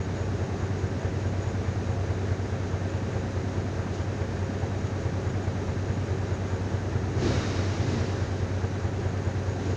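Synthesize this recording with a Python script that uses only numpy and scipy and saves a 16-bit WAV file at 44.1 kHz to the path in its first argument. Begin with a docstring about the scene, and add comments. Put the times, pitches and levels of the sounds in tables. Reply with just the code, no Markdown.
"""A diesel truck idles near the microphone, in an alley of stacked containers; a crane drones further off.
The exhaust throbs once per engine cycle, the cylinders knock evenly under a few heavier accents,
a dry part squeaks, and the steel walls smear the knocking into a wash.
About seven seconds in, an air brake vents twice, with hollow booms and rumbles under its hiss.
Faint puffs of air and one short tick come before it, and one more puff after."""
import sys
import numpy as np
from scipy import signal
from scipy.fft import rfft, irfft, next_fast_len
from scipy.io import wavfile

SR = 44100
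rng = np.random.default_rng(int(sys.argv[2]) if len(sys.argv) > 2 else 0)


def store_wav(level_fs):
    """Save 16-bit WAV to argv[1]."""
    pcm = np.round(np.clip(np.atleast_2d(level_fs), -1, 1) * 32767)
    wavfile.write(sys.argv[1], SR, pcm.T.astype(np.int16))


N = 430416
TIME = np.arange(N) / SR
FFT_SIZE = next_fast_len(N, real=True)
FREQS = np.maximum(np.arange(FFT_SIZE // 2 + 1) * SR / FFT_SIZE, 1)

CYCLE_HZ, CYLINDERS = 4.7428, 6
FIRING_DB, FIRING_HZ, FIRING_OCTAVES = -4.5, 380, 1.9   # strength, pitch and spread of an even knock
FIRING_RISE_S, FIRING_DECAY_S = 0.0024, 0.011   # the walls round off the front of each knock

# The crane's distant diesel. Each row: multiple of its firing rate, average level in dB.
CRANE_HARMONICS = [(1, -51.5), (2, -46), (3, -53)]
# Faint puffs of air and one short tick. Each row: centre in seconds, level at the crest in dB,
# half length in seconds.
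PUFFS_AND_TICK = [(3.95, -52, .02), (4.01, -56, 0.028), (4.871, -46, .003), (9.69, -50.5, 0.094)]
# Colour of the puffs and the tick. Each row: frequency in Hz, relative level in dB.
PUFF_AND_TICK_SPECTRUM = [(1000, -6), (2500, 5), (4000, 0), (6700, 1), (7700, -15), (13000, -56)]
# Hollow rumbles. Each row: centre in seconds, level at the crest in dB, half length in seconds,
# treble cutoff in Hz.
RUMBLE_SWELLS = [(7.255, -28, 0.016, 800), (7.28, -29, 0.098, 800), (7.55, -36.5, 0.23, 500),
                 (7.93, -31.5, 0.086, 430), (9.678, -34.5, 0.071, 500)]
# Colour of the rumbles. Each row: frequency in Hz, relative level in dB.
RUMBLE_SPECTRUM = [(25, -20), (80, 3), (128, -3), (180, -4), (300, 0), (450, -2.5), (650, -14.5),
                   (1300, -39), (9000, -90)]
# Hollow resonances in the rumbles. Each row: centre in Hz, width in Hz, gain in dB.
HOLLOW_RESONANCES = [(127.3, 10.4, 12), (228, 20, 2.5), (350, 26, 3)]
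# Booms that stand out of the rumbles. Each row: centre in seconds, pitch in Hz,
# level at the crest in dB, half length in seconds.
HOLLOW_BOOMS = [(7.27, 346, -26, 0.012), (7.31, 128, -29, 0.019), (7.312, 245, -34, 0.015),
                (7.395, 128, -36, 0.021), (7.875, 233.5, -33, .013), (7.93, 128, -37, 0.037),
                (7.953, 232.2, -32, 0.024), (8.035, 127, -31, 0.015)]
# Ventings of the brake valve. Each row: start in seconds, seconds open, level in dB before the sag.
BRAKE_VENTS = [(7.205, 0.86, -34), (7.87, 0.14, -42)]
# Colour of the escaping air. Each row: frequency in Hz, relative level in dB.
JET_SPECTRUM = [(600, 2), (900, -4), (1500, -3), (2200, -7), (2800, -8.5), (3300, -12), (3800, -9.5),
                (6000, -11), (6800, -14), (7600, -25), (9000, -35), (11000, -49), (15000, -68)]
# Whistles of the valve. Each row: centre in Hz, width in Hz, gain in dB.
VALVE_WHISTLES = [(2215, 60, 4), (3800, 140, 8), (4130, 60, 3), (5640, 80, 3)]
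# Squeaks of a dry engine part. Each row: place as a share of the cycle, half length in seconds,
# typical level at the crest in dB.
DRY_SQUEAKS = [(0.127, 0.027, -62.5), (0.795, .018, -64.5)]
# Heavier knocks, once a cycle. Each row: place as a share of the cycle, centre in Hz,
# spread in octaves, rise and fall time in seconds, strength over the wash in dB.
KNOCK_ACCENTS = [(0.98, 500, 0.47, 0.013, 3), (1, 1180, 0.84, 0.025, 2), (0.33, 200, 0.27, 0.0026, 7.5),
                 (0.372, 1100, 0.4, 0.0057, 4), (0.52, 1130, 1.07, .016, -1.5),
                 (0.75, 2500, 4.3, 0.048, -4.5), (0.13, 1900, 0.65, 0.0028, 2)]
# Colour of the engine's wash at the microphone. Each row: frequency in Hz, relative level in dB.
WASH_SPECTRUM = [(18, -14), (42, -20.5), (66, 1), (105, 4.5), (150, -1), (420, -5), (620, -9.5),
                 (1100, -18), (1650, -20), (2400, -25.5), (3300, -31.5), (6900, -34), (7600, -43),
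                 (14000, -79)]
# Resonances of the engine and the steel around it. Each row: centre in Hz, width in Hz, gain in dB.
STEEL_RESONANCES = [(71, 9.7, -1), (172, 27, 1), (236.6, 24, 2), (285, 75, -2), (338, 4.4, 4),
                    (380.5, 6.6, 7), (410, 50, 1), (465, 18, 5), (494, 36, -7.5), (540.8, 10.7, 7),
                    (607, 24, -5), (687, 18, 0.5), (1057, 34, -6), (1120, 40, 1.5), (1570, 100, 2.5),
                    (1790, 110, 2.5), (3880, 180, 4), (5620, 170, 1.5), (6230, 770, 2.5), (7170, 270, -3),
                    (10130, 900, 5.5)]
# The wash is quieter around the exhaust note, leaving a steady hum.
# Each row: centre in Hz, width in Hz, gain in dB.
WASH_BASS_DIP = [(92, 44, -4)]
# The part of the wash that comes back alike every cycle. Each row: frequency in Hz, share of power.
REPEATING_SHARE = [(60, .05), (115, .05), (135, .4), (170, .55), (400, .5), (560, .55), (800, .2),
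                   (1700, .16), (2400, .06), (5000, .01)]
# Tones of the exhaust. Each row: multiple of the engine's cycle rate, relative level in dB.
EXHAUST_ORDERS = [(9, -60), (10, -54), (12, -58), (13, -56), (16, -55), (17, -50), (18, -41), (20, -32.8),
                  (22, -49), (23, -47.5), (24, -53), (25, -44), (26, -50), (27, -55)]
# Slow swell of the exhaust note. Each row: time in seconds, gain in dB.
EXHAUST_SWELL_DB = [(0, -1.5), (1.5, 1), (2.3, 1.5), (2.8, -1), (4.9, -1), (5.6, 0.5), (6.9, 0), (7.9, 2.1),
                    (8.6, 0), (9.1, 1.4), (9.76, 0)]


def from_db(db):
    """Decibels to amplitude."""
    return 10 ** (np.asarray(db) / 20)


def rms_one(x):
    """Scales a sound to rms 1."""
    return x / np.sqrt(np.mean(x ** 2) + 1e-20)


def curve(points):
    """Reads a table along a logarithmic frequency axis."""
    known_hz, values = np.transpose(points)
    return np.interp(np.log(FREQS), np.log(known_hz), values)


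def peaks_db(resonances):
    """Bell-shaped bumps and notches along the frequency axis."""
    return sum(db / (1 + (2 * (FREQS - hz) / width) ** 2) for hz, width, db in resonances)


def drift(rate_hz):
    """A smooth random wander, mostly slower than `rate_hz`; spread 1."""
    step = 100
    pole = np.exp(-2 * np.pi * rate_hz * step / SR)
    slow = signal.lfilter([1], [1, -2 * pole, pole * pole], rng.standard_normal(2 * N // step))
    settled = rms_one(slow[N // step:])
    return np.interp(np.arange(N) / step, np.arange(len(settled)), settled)


def coloured(x, gain_db):
    """Gives a sound a spectrum; rms 1."""
    return rms_one(irfft(rfft(x, FFT_SIZE) * from_db(gain_db), FFT_SIZE)[:N])


def noise(spectrum, shaping_db=0):
    """Turbulent noise of a given colour; rms 1."""
    return coloured(rng.standard_normal(N), curve(spectrum) + shaping_db)


def tone(hz):
    """A sine that follows a pitch; rms 1."""
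    return np.sqrt(2) * np.sin(2 * np.pi * (np.cumsum(hz) / SR + rng.random()))


def burst(away_s, db, half_s):
    """Gain of a smooth burst that crests where `away_s` is zero."""
    return from_db(db) * np.exp(-.5 * (away_s / half_s) ** 2)


def seconds_from(place, cycles):
    """Time to the nearest pass of a place in the engine cycle."""
    return np.abs((cycles - place + .5) % 1 - .5) / CYCLE_HZ


def crane(firing_hz, wander, waver_db):
    """Far off, a diesel drones faint and low, its speed wandering with the load."""
    rate_hz = firing_hz * (1 + wander * drift(.4))
    return sum(from_db(db + waver_db * drift(0.96)) * tone(order * rate_hz)
               for order, db in CRANE_HARMONICS)


def puffs_and_tick():
    """Bursts of bright noise: faint puffs of air and one short tick."""
    gain = sum(burst(TIME - at_s, db, half_s) for at_s, db, half_s in PUFFS_AND_TICK)
    return gain * noise(PUFF_AND_TICK_SPECTRUM)


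def rumbles():
    """Each swell of low noise excites the same hollow resonances."""
    out = np.zeros(N)
    for at_s, db, half_s, cutoff_hz in RUMBLE_SWELLS:
        dull_db = -10 * np.log10(1 + (FREQS / cutoff_hz) ** 4)
        hollow = noise(RUMBLE_SPECTRUM, peaks_db(HOLLOW_RESONANCES) + dull_db)
        out += burst(TIME - at_s, db, half_s) * hollow
    return out


def booms(wobble):
    """In each boom one hollow resonance rings out briefly, a little unsteady in pitch."""
    return sum(burst(TIME - at_s, db, half_s) * tone(hz * (1 + wobble * drift(21)))
               for at_s, hz, db, half_s in HOLLOW_BOOMS)


def vent_level_db(attack_s, sag_db_per_s, release_db_per_s):
    """The flow builds quickly, sags with the pressure, and dies in the alley once the valve shuts."""
    power = 1e-12
    for opens_s, length_s, db in BRAKE_VENTS:
        since_s = TIME - opens_s
        opening = .5 + .5 * np.tanh(since_s / (2 * attack_s))
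        sag_db = sag_db_per_s * np.clip(since_s, 0, length_s)
        release_db = release_db_per_s * np.maximum(since_s - length_s, 0)
        power += (opening * from_db(db - sag_db - release_db)) ** 2
    return 10 * np.log10(power)


def air_brake(flutter_db, low_cut_hz, whistle_range_db, whistle_lag_s):
    """Air rushes from the valve; it whistles a moment after the flow has become strong."""
    level_db = vent_level_db(attack_s=0.021, sag_db_per_s=12.5, release_db_per_s=24)
    level_db += flutter_db * drift(14)
    lagging_db = np.interp(TIME - whistle_lag_s, TIME, level_db)
    whistle_share = np.clip(1 + (lagging_db - level_db.max()) / whistle_range_db, 0, 1)
    low_cut_db = -10 * np.log10(1 + (low_cut_hz / FREQS) ** 2)
    whistle = noise(JET_SPECTRUM, peaks_db(VALVE_WHISTLES) + low_cut_db)
    hiss = noise(JET_SPECTRUM, low_cut_db)
    return from_db(level_db) * (np.sqrt(whistle_share) * whistle + np.sqrt(1 - whistle_share) * hiss)


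def crankshaft(wander_s, lurch_cycles):
    """Engine cycles gone by; the shaft hurries and slows in each, and the governor lets timing wander."""
    cycles = CYCLE_HZ * (TIME + wander_s * drift(.6))
    return cycles - lurch_cycles * np.sin(2 * np.pi * cycles)


def squeaks(cycles, centre_hz, width_hz, stray_hz, uneven_db):
    """A dry part chirps twice a cycle, thin and rough, never at quite the same strength or pitch."""
    gain = sum(burst(seconds_from(place, cycles), db, half_s) for place, half_s, db in DRY_SQUEAKS)
    pitch_hz = centre_hz + stray_hz * drift(5)
    rasp = coloured(rng.standard_normal(N), -10 * np.log10(1 + (FREQS / width_hz) ** 6))
    return gain * from_db(uneven_db * drift(3)) * rasp * tone(pitch_hz)


def knock_power(cycles, hz):
    """Power of the knocks near one pitch: an even firing from each cylinder, and the accents on top."""
    def reach(centre_hz, octaves):
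        return np.exp(-.5 * (np.log2(hz / centre_hz) / octaves) ** 2)

    since_firing_s = (cycles * CYLINDERS % 1) / (CYLINDERS * CYCLE_HZ)
    knock = (1 - np.exp(-since_firing_s / FIRING_RISE_S)) * np.exp(-since_firing_s / FIRING_DECAY_S)
    power = from_db(FIRING_DB) ** 2 * reach(FIRING_HZ, FIRING_OCTAVES) * knock
    for place, centre_hz, octaves, fall_s, db in KNOCK_ACCENTS:
        accent = np.exp(-seconds_from(place, cycles) / fall_s)
        power += from_db(db) ** 2 * reach(centre_hz, octaves) * accent
    return power


def clatter(cycles, level_db, uneven_db):
    """Each cycle sends the same echoes down the alley, mixed with fresh noise and pulsed by the knocks."""
    echo_phases = 2 * np.pi * rng.random(round(SR / CYCLE_HZ / 2))
    echoes = rms_one(irfft(np.exp(1j * echo_phases)))   # one cycle long
    position = (cycles % 1 * len(echoes)).astype(int) % len(echoes)
    repeated = rfft(echoes[position], FFT_SIZE)
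    fresh = rfft(rng.standard_normal(FFT_SIZE))
    share = curve(REPEATING_SHARE)
    wash = np.sqrt(share) * repeated + np.sqrt(1 - share) * fresh
    force = from_db(uneven_db * drift(24))   # no two firings are equally hard
    edges_hz = [0, 140, 300, 600, 1100, 2400, 4500, SR / 2]
    one_cycle = np.linspace(0, 1, 512)
    pulsed = np.zeros(N)
    for low, high in zip(edges_hz, edges_hz[1:]):
        band = irfft(wash * ((FREQS >= low) & (FREQS < high)), FFT_SIZE)[:N]
        centre_hz = max(low * np.sqrt(2), 1)
        knocks = np.interp(cycles % 1, one_cycle, knock_power(one_cycle, centre_hz))
        pulsed += band * rms_one(np.sqrt(1 + force ** 2 * knocks))
    colour_db = curve(WASH_SPECTRUM) + peaks_db(STEEL_RESONANCES) + peaks_db(WASH_BASS_DIP)
    return from_db(level_db) * coloured(pulsed, colour_db)


def exhaust(cycles, gain_db, throb_at, scatter_rad, waver_db):
    """Even firings drone; uneven cylinders add tones that crest together in one throb per cycle."""
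    drone = np.zeros(N)
    for order, db in EXHAUST_ORDERS:
        phase = 2 * np.pi * order * (cycles - throb_at) + scatter_rad * rng.standard_normal()
        drone += np.sqrt(2) * from_db(db) * np.cos(phase)
    swell_db = np.interp(TIME, *np.transpose(EXHAUST_SWELL_DB))
    return drone * from_db(gain_db + swell_db + waver_db * drift(18))


def scene():
    """One microphone in the alley hears the truck and its air brake nearby, the crane beyond."""
    cycles = crankshaft(wander_s=0.00027, lurch_cycles=.002)
    truck = exhaust(cycles, gain_db=0.5, throb_at=.005, scatter_rad=.35, waver_db=.3)
    truck += clatter(cycles, level_db=-32.5, uneven_db=0.66)
    truck += squeaks(cycles, centre_hz=6790, width_hz=130, stray_hz=55.1, uneven_db=3)
    brake = air_brake(flutter_db=0.4, low_cut_hz=270, whistle_range_db=7, whistle_lag_s=0.037)
    background = puffs_and_tick() + crane(firing_hz=66.03, wander=.005, waver_db=1.5)
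    return (background + rumbles() + booms(wobble=0.0153) + brake + truck)[None]


def record(dry):
    """The sound fades in without a click, the microphone adds a faint hiss, and the top is cut."""
    fade_in = np.minimum(TIME / .004, 1)
    mic_hiss = from_db(-79) * rng.standard_normal(dry.shape)
    low_pass = signal.ellip(10, .1, 80, 15500, fs=SR, output="sos")
    return signal.sosfilt(low_pass, fade_in * dry + mic_hiss)


dry = scene()
out = record(dry)
store_wav(out)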